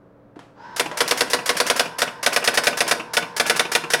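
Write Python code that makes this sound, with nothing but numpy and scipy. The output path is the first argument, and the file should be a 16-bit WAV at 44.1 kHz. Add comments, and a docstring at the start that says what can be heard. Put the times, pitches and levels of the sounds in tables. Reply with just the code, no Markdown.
"""In a small room, an electric daisy-wheel typewriter prints a line. A key clicks, then the motor
spins up and whines. For each letter the ribbon mechanism snaps in and rattles, the hammer strikes
and bounces back in the plastic case, and the carriage steps on. The microphone moves from above
the keyboard towards the carriage. A low hum and quiet room noise lie underneath."""
import sys
import numpy as np
from scipy import signal
from scipy.fft import rfft, irfft
from scipy.io import wavfile
from scipy.ndimage import uniform_filter1d

SR = 44100
rng = np.random.default_rng(int(sys.argv[2]) if len(sys.argv) > 2 else 0)


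def master(y):
    """Save y as 16-bit WAV."""
    cut = np.clip(np.atleast_2d(y).T, -1, 1)
    pcm = np.round(cut * 32767)  # scale
    wavfile.write(sys.argv[1], SR, pcm.astype(np.int16))


N = 176400
T = np.arange(N) / SR  # seconds since the scene began
AGE = T[:SR // 2]  # seconds since a knock began
FREQS_HZ = np.fft.rfftfreq(len(AGE), 1 / SR)  # the frequencies in one knock

# The printed letters: start_s, level_db, ribbon_offset_db
LETTERS = [(0.796, -4, -10), (1.005, -2.5, -9.5), (1.11, -3, -8), (1.207, -2, -10), (1.333, -2, -10.5),
           (1.492, -3, -7), (1.601, -2.5, -8.5), (1.699, -2, -8), (1.795, -2, -9), (2.018, -4, -6),
           (2.262, -1.5, -10), (2.362, -3, -8.5), (2.475, -1.5, -8), (2.573, -1.5, -9.5), (2.669, -1, -9.5),
           (2.805, -2, -9), (2.911, -1.5, -8.5), (3.168, -3, -9), (3.398, -2.5, -9), (3.497, -1.5, -9.5),
           (3.594, -3, -8.5), (3.75, -2, -8), (3.935, -1.5, -9.5)]


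def hammer():
    """The hammer strikes, sets the case ringing and bounces back against a stop: a double thud."""
    # Tone colour of the strike and of the bounce: frequency_hz, gain_db
    strike_colour = [(30,-36),(220,-20.5),(400,-7.5),(900,-1.5),(1600,0),(4000,-3),(5200,-1),(7500,-12.5),(9800,-7),(12500,-17.5),(16000,-30)]
    bounce_colour = [(30,-13),(150,-18.5),(370,1.5),(800,-1),(1500,6.5),(3000,-9.5),(7500,-10.5),(9800,-8),(14000,-25)]
    # Ringing tones of the case and of the stop: pitch_hz, at_keyboard_db, at_carriage_db, fade_s
    case_tones = [(159.3,-42.5,-42,0.29),(258.8,-30.5,-29.5,0.12),(332.2,-42,-32.5,0.19),(478.2,-17.5,-23,0.087),(489,-18,-13,0.014),(606.6,-30,-34,.07),(1939,-23,-12.5,0.041),(2348,-25,-14.5,0.027),(3548,-16,-16.5,0.038)]
    stop_tones = [(625,-11.5,-14,.012),(704,-32,-25.5,0.089),(1501,-21,-18,0.074)]
    case_delay_s, bounce_delay_s = 0.002, 0.0094
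    strike_noises, stop_noises = (noise(), noise()), (noise(), noise())
    out = np.zeros(N)
    for start_s, level_db, _ in LETTERS:
        near = nearness(start_s)
        strike = knock(part_noise(strike_noises, near), strike_colour, rise_s=0.0005, fade_s=0.061)
        add(out, start_s, undb(level_db - 7) * closer(strike, near))
        add(out, start_s + case_delay_s, undb(level_db) * ringing_part(case_tones, near))
        bounce = knock(part_noise(stop_noises, near), bounce_colour, rise_s=0.0005, fade_s=0.063)
        stop_ring = ringing_part(stop_tones, near)
        add(out, start_s + bounce_delay_s, undb(level_db) * (undb(-14) * bounce + stop_ring))
    return out


def ribbon():
    """The ribbon mechanism snaps in just before each strike, and its loose parts rattle."""
    # Tone colour of the ribbon mechanism: frequency_hz, gain_db
    ribbon_colour = [(60,-19.5),(150,-36),(300,-8),(1700,0.5),(2400,-4.5),(4000,-7),(5200,-1.5),(7600,-9.5),(10000,-7),(12500,-15),(16000,-24)]
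    lead_s = 0.034
    snap_noises = (noise(), noise())
    out = np.zeros(N)
    for strike_s, level_db, ribbon_offset_db in LETTERS:
        snap_s = strike_s - lead_s
        gain = undb(level_db + ribbon_offset_db - 6)
        snap_noise = part_noise(snap_noises, nearness(strike_s))
        add(out, snap_s, gain * knock(snap_noise, ribbon_colour, rise_s=0.0024, fade_s=0.096))
        rattle_s = snap_s + rng.normal(0.018, 0.0032)
        rattle = knock(crackle(), ribbon_colour, rise_s=0.0005, fade_s=0.08)
        add(out, rattle_s, gain * undb(-7.5) * rattle)
    return out


def carriage():
    """The carriage jerks on by one letter with a soft, dull knock."""
    # The carriage's steps: start_s, level_db
    steps = [(0.858,-22.5),(1.059,-27.5),(1.163,-29),(1.274,-30),(1.388,-25),(1.551,-25),(1.656,-26),(1.756,-24),(1.855,-24.5),(2.074,-24),(2.322,-25),(2.422,-24.5),(2.531,-27.5),(2.634,-28.5),(2.727,-25.5),(2.865,-25.5),(2.996,-25),(3.224,-23),(3.454,-23.5),(3.548,-27),(3.651,-25),(3.837,-24.5),(3.99,-26.5)]
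    # Tone colour of a step: frequency_hz, gain_db
    step_colour = [(60,-27),(160,1),(1200,1.5),(2000,-6),(2700,4),(3700,-16.5),(5500,-11.5),(15000,-35)]
    out = np.zeros(N)
    for start_s, level_db in steps:
        step = knock(noise(), step_colour, rise_s=0.002, fade_s=0.07)
        add(out, start_s, undb(level_db + 3) * closer(step, nearness(start_s)))
    return out


def keys():
    """A plastic key knocks down, clicks and fades in a soft rustle."""
    # Clicks of a key being pressed or let go: start_s, level_db, brightness_hz
    clicks = [(.358,-37,700),(.391,-34,3500),(0.913,-22.5,2550)]
    # Tone colour of the key: frequency_hz, gain_db
    key_colour = [(150,-18),(600,3.5),(2000,-5),(10000,-18),(15000,-34)]
    out = np.zeros(N)
    add(out, 0.366, ring(pitch_hz=303, level_db=-31.5, fade_s=0.02))  # soft knock of the key bed
    for start_s, level_db, brightness_hz in clicks:
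        dulled = [(hz, db - 10 * np.log10(1 + (hz / brightness_hz) ** 2)) for hz, db in key_colour]
        rise_s = 2 / brightness_hz
        click = knock(noise(), dulled, rise_s, fade_s=0.045)
        rustle = knock(noise(), dulled, rise_s, fade_s=0.48)
        add(out, start_s, undb(level_db) * (click + undb(-12) * rustle))
    return out


def motor():
    """The motor spins up and slows a little at each letter; its gears churn and sing wavering tones."""
    # The motor spinning up: time_s, share_of_full_speed
    spin_up = [(.55,.85),(.66,.98),(.8,1)]
    # Tones of the whine: full_speed_pitch_hz, at_keyboard_db, at_carriage_db
    tones = [(479,-57,-47),(912,-47,-47),(985,-45,-49),(1045,-52,-46),(1565,-51,-52),(5330,-63,-65)]
    # Tone colour of the churning gears: frequency_hz, gain_db
    gear_colour = [(80,-15),(170,4.5),(700,0),(950,12),(1200,1),(1600,5),(2200,-8),(5600,-16),(8000,-31),(15000,-47)]
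    on_s, rise_s, shaft_hz = 0.545, 0.11, 32
    slow_share, slow_s = 0.012, 0.12  # speed lost at a letter, and for about how long
    waver = 0.008 * np.sin(2 * np.pi * shaft_hz * T) + 0.004 * wander(26)
    speed = np.interp(T, *np.array(spin_up).T) * (1 + waver)
    load = np.max([np.exp(-(2 * (T - start_s) / slow_s) ** 2) for start_s, _, _ in LETTERS], axis=0)
    motor_clock = np.cumsum(speed * (1 - slow_share * load)) / SR  # runs slow when the motor does
    whine = np.zeros(N)
    for pitch_hz, keyboard_db, carriage_db in tones:
        tone = np.sin(2 * np.pi * pitch_hz * motor_clock + wander(shaft_hz) / 2)
        flicker = undb(1.5 * wander(2 * shaft_hz))
        level_db = keyboard_db + nearness(T) * (carriage_db - keyboard_db)
        whine += undb(level_db) * unit(tone * flicker)
    gears = undb(-43) * colour(rng.standard_normal(N), gear_colour)
    return np.clip((T - on_s) / rise_s, 0, 1) * (whine + gears)


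def room_echo(sound):
    """The small room's echoes blur into a short tail; the treble dies a little sooner."""
    # Tone colour of the echoes: frequency_hz, gain_db
    echo_colour = [(60,-15.5),(170,4.5),(600,1.5),(10500,-4),(12500,-3.5),(16000,-4.5)]
    spectrum = rfft(noise())
    octaves = np.clip(np.log2(np.maximum(FREQS_HZ, 1) / 1000), -3, 4)  # counted from 1000 Hz
    tail = np.zeros(len(AGE))
    for octave in range(-3, 5):
        band = irfft(spectrum * np.maximum(1 - abs(octaves - octave), 0), len(AGE))
        tail += band * fade(0.36 * 2 ** (-0.034 * octave))
    build_up = 1 - np.exp(-(AGE / 0.0011) ** 2)
    tail = colour(tail * build_up, echo_colour)
    return undb(-11.5) * signal.fftconvolve(sound, tail / np.linalg.norm(tail))[:N]


def drifting_echoes(sound, places):
    """The hand-held microphone drifts through places that each have their own room echo."""
    position = np.linspace(0, places - 1, N)
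    shares = (np.maximum(1 - abs(position - place), 0) for place in range(places))
    return sum(room_echo(sound * np.sqrt(share)) for share in shares)


def background():
    """A low hum over quiet room noise."""
    # Tones of the hum: pitch_hz, level_db
    hum_tones = [(118,-60.5),(290,-59)]
    # Tone colour of the room noise: frequency_hz, gain_db
    noise_colour = [(25,-20),(80,-13),(115,-13),(180,-5.5),(290,-13.5),(550,-6.5),(750,-18.5),(1300,-21.5),(3000,-42),(8000,-56)]
    hum = sum(undb(db) * np.sqrt(2) * np.sin(2 * np.pi * hz * T) for hz, db in hum_tones)
    return hum + undb(-52) * colour(rng.standard_normal(N), noise_colour)


def nearness(time_s, leave_s=1.56, arrive_s=2.44):
    """Where the microphone is: 0 over the keyboard, 1 near the carriage."""
    return np.clip((time_s - leave_s) / (arrive_s - leave_s), 0, 1)


def closer(sound, near):
    """Knocks sound crisper as the microphone nears the carriage."""
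    # Change of tone colour near the carriage: frequency_hz, gain_db
    near_colour = [(900,0.5),(2200,2.5),(7000,-1)]
    return colour(sound, [(hz, near * db) for hz, db in near_colour])


def part_noise(noises, near, split_hz=1100):
    """A part's lows repeat at every blow, changing as the microphone moves; its treble chatters anew."""
    at_keyboard, at_carriage = noises
    repeated = np.sqrt(1 - near) * at_keyboard + np.sqrt(near) * at_carriage
    low_share = 1 / (1 + (FREQS_HZ / split_hz) ** 2)
    lows = np.sqrt(low_share) * rfft(repeated)
    treble = np.sqrt(1 - low_share) * rfft(crackle())
    return irfft(lows + treble, len(AGE))


def ringing_part(tones, near):
    """A struck part rings briefly, with slightly different pitches and levels at every blow."""
    out = np.zeros(len(AGE))
    for pitch_hz, keyboard_db, carriage_db, fade_s in tones:
        level_db = keyboard_db + near * (carriage_db - keyboard_db)
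        out += ring(pitch_hz * rng.normal(1, 0.005), level_db + rng.normal(0, 0.7), fade_s)
    return out


def ring(pitch_hz, level_db, fade_s, rise_cycles=1.5):
    """One ringing tone builds up to its peak level and dies away."""
    shape = (1 - np.exp(-AGE * pitch_hz / rise_cycles)) * fade(fade_s)
    return undb(level_db) * shape / shape.max() * np.sin(2 * np.pi * pitch_hz * AGE)


def knock(texture, tone_colour, rise_s, fade_s):
    """A blow on a part with many close tones: noise that rises quickly and dies away."""
    return colour(texture * (1 - np.exp(-AGE / rise_s)) * fade(fade_s), tone_colour)


def crackle(snap_s=0.0006, spread_db=2):
    """Noise broken into tiny snaps, as loose parts chatter."""
    snap_db = spread_db * noise()[np.arange(len(AGE)) // int(snap_s * SR)]
    return unit(noise() * undb(np.minimum(snap_db, 2 * spread_db)))


def noise():
    """Half a second of white noise, standing for many overlapping tones."""
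    return rng.standard_normal(len(AGE))


def fade(fade_s):
    """A fading curve that falls by 60 dB in fade_s seconds."""
    return np.exp(-np.log(1000) * AGE / fade_s)


def wander(rate_hz):
    """A smooth random drift with a typical size of 1."""
    hold = int(SR / rate_hz)
    steps = rng.standard_normal(N)[np.arange(N) // hold]
    return unit(uniform_filter1d(steps, hold))


def colour(sound, points, size=4096):
    """Shape bass and treble along (frequency_hz, gain_db) points; white noise keeps its power."""
    hz, db = np.array(points, float).T
    freqs_hz = np.maximum(np.fft.rfftfreq(size, 1 / SR), 1)
    gains = undb(np.interp(np.log(freqs_hz), np.log(hz), db))
    cepstrum = irfft(np.log(gains))
    # Fold the second half onto the first, so that nothing rings ahead of a blow.
    cepstrum[1:size // 2] *= 2
    cepstrum[size // 2 + 1:] = 0
    response = irfft(np.exp(rfft(cepstrum)))
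    return signal.fftconvolve(sound, response / np.linalg.norm(response))[:len(sound)]


def undb(db):
    """Turn decibels into a gain to multiply by."""
    return 10 ** (np.asarray(db) / 20)


def unit(sound):
    """Scale to an average power of 1."""
    return sound / np.sqrt(np.mean(sound ** 2))


def add(out, start_s, sound):
    """Mix a sound in at start_s."""
    first = int(start_s * SR)
    out[first:first + len(sound)] += sound[:max(N - first, 0)]


def scene():
    """The typewriter in the room, the same in both channels."""
    knocks = hammer() + ribbon() + carriage() + keys()
    mono = knocks + drifting_echoes(knocks, places=9) + motor() + background()
    return np.array([mono, mono])


def record(dry, top_hz=16100):
    """Round off the tallest peaks and cut the highest treble."""
    treble_cut = signal.ellip(8, .2, 70, top_hz, fs=SR, output="sos")
    return signal.sosfilt(treble_cut, np.tanh(dry))


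dry = scene()
out = record(dry)
master(out)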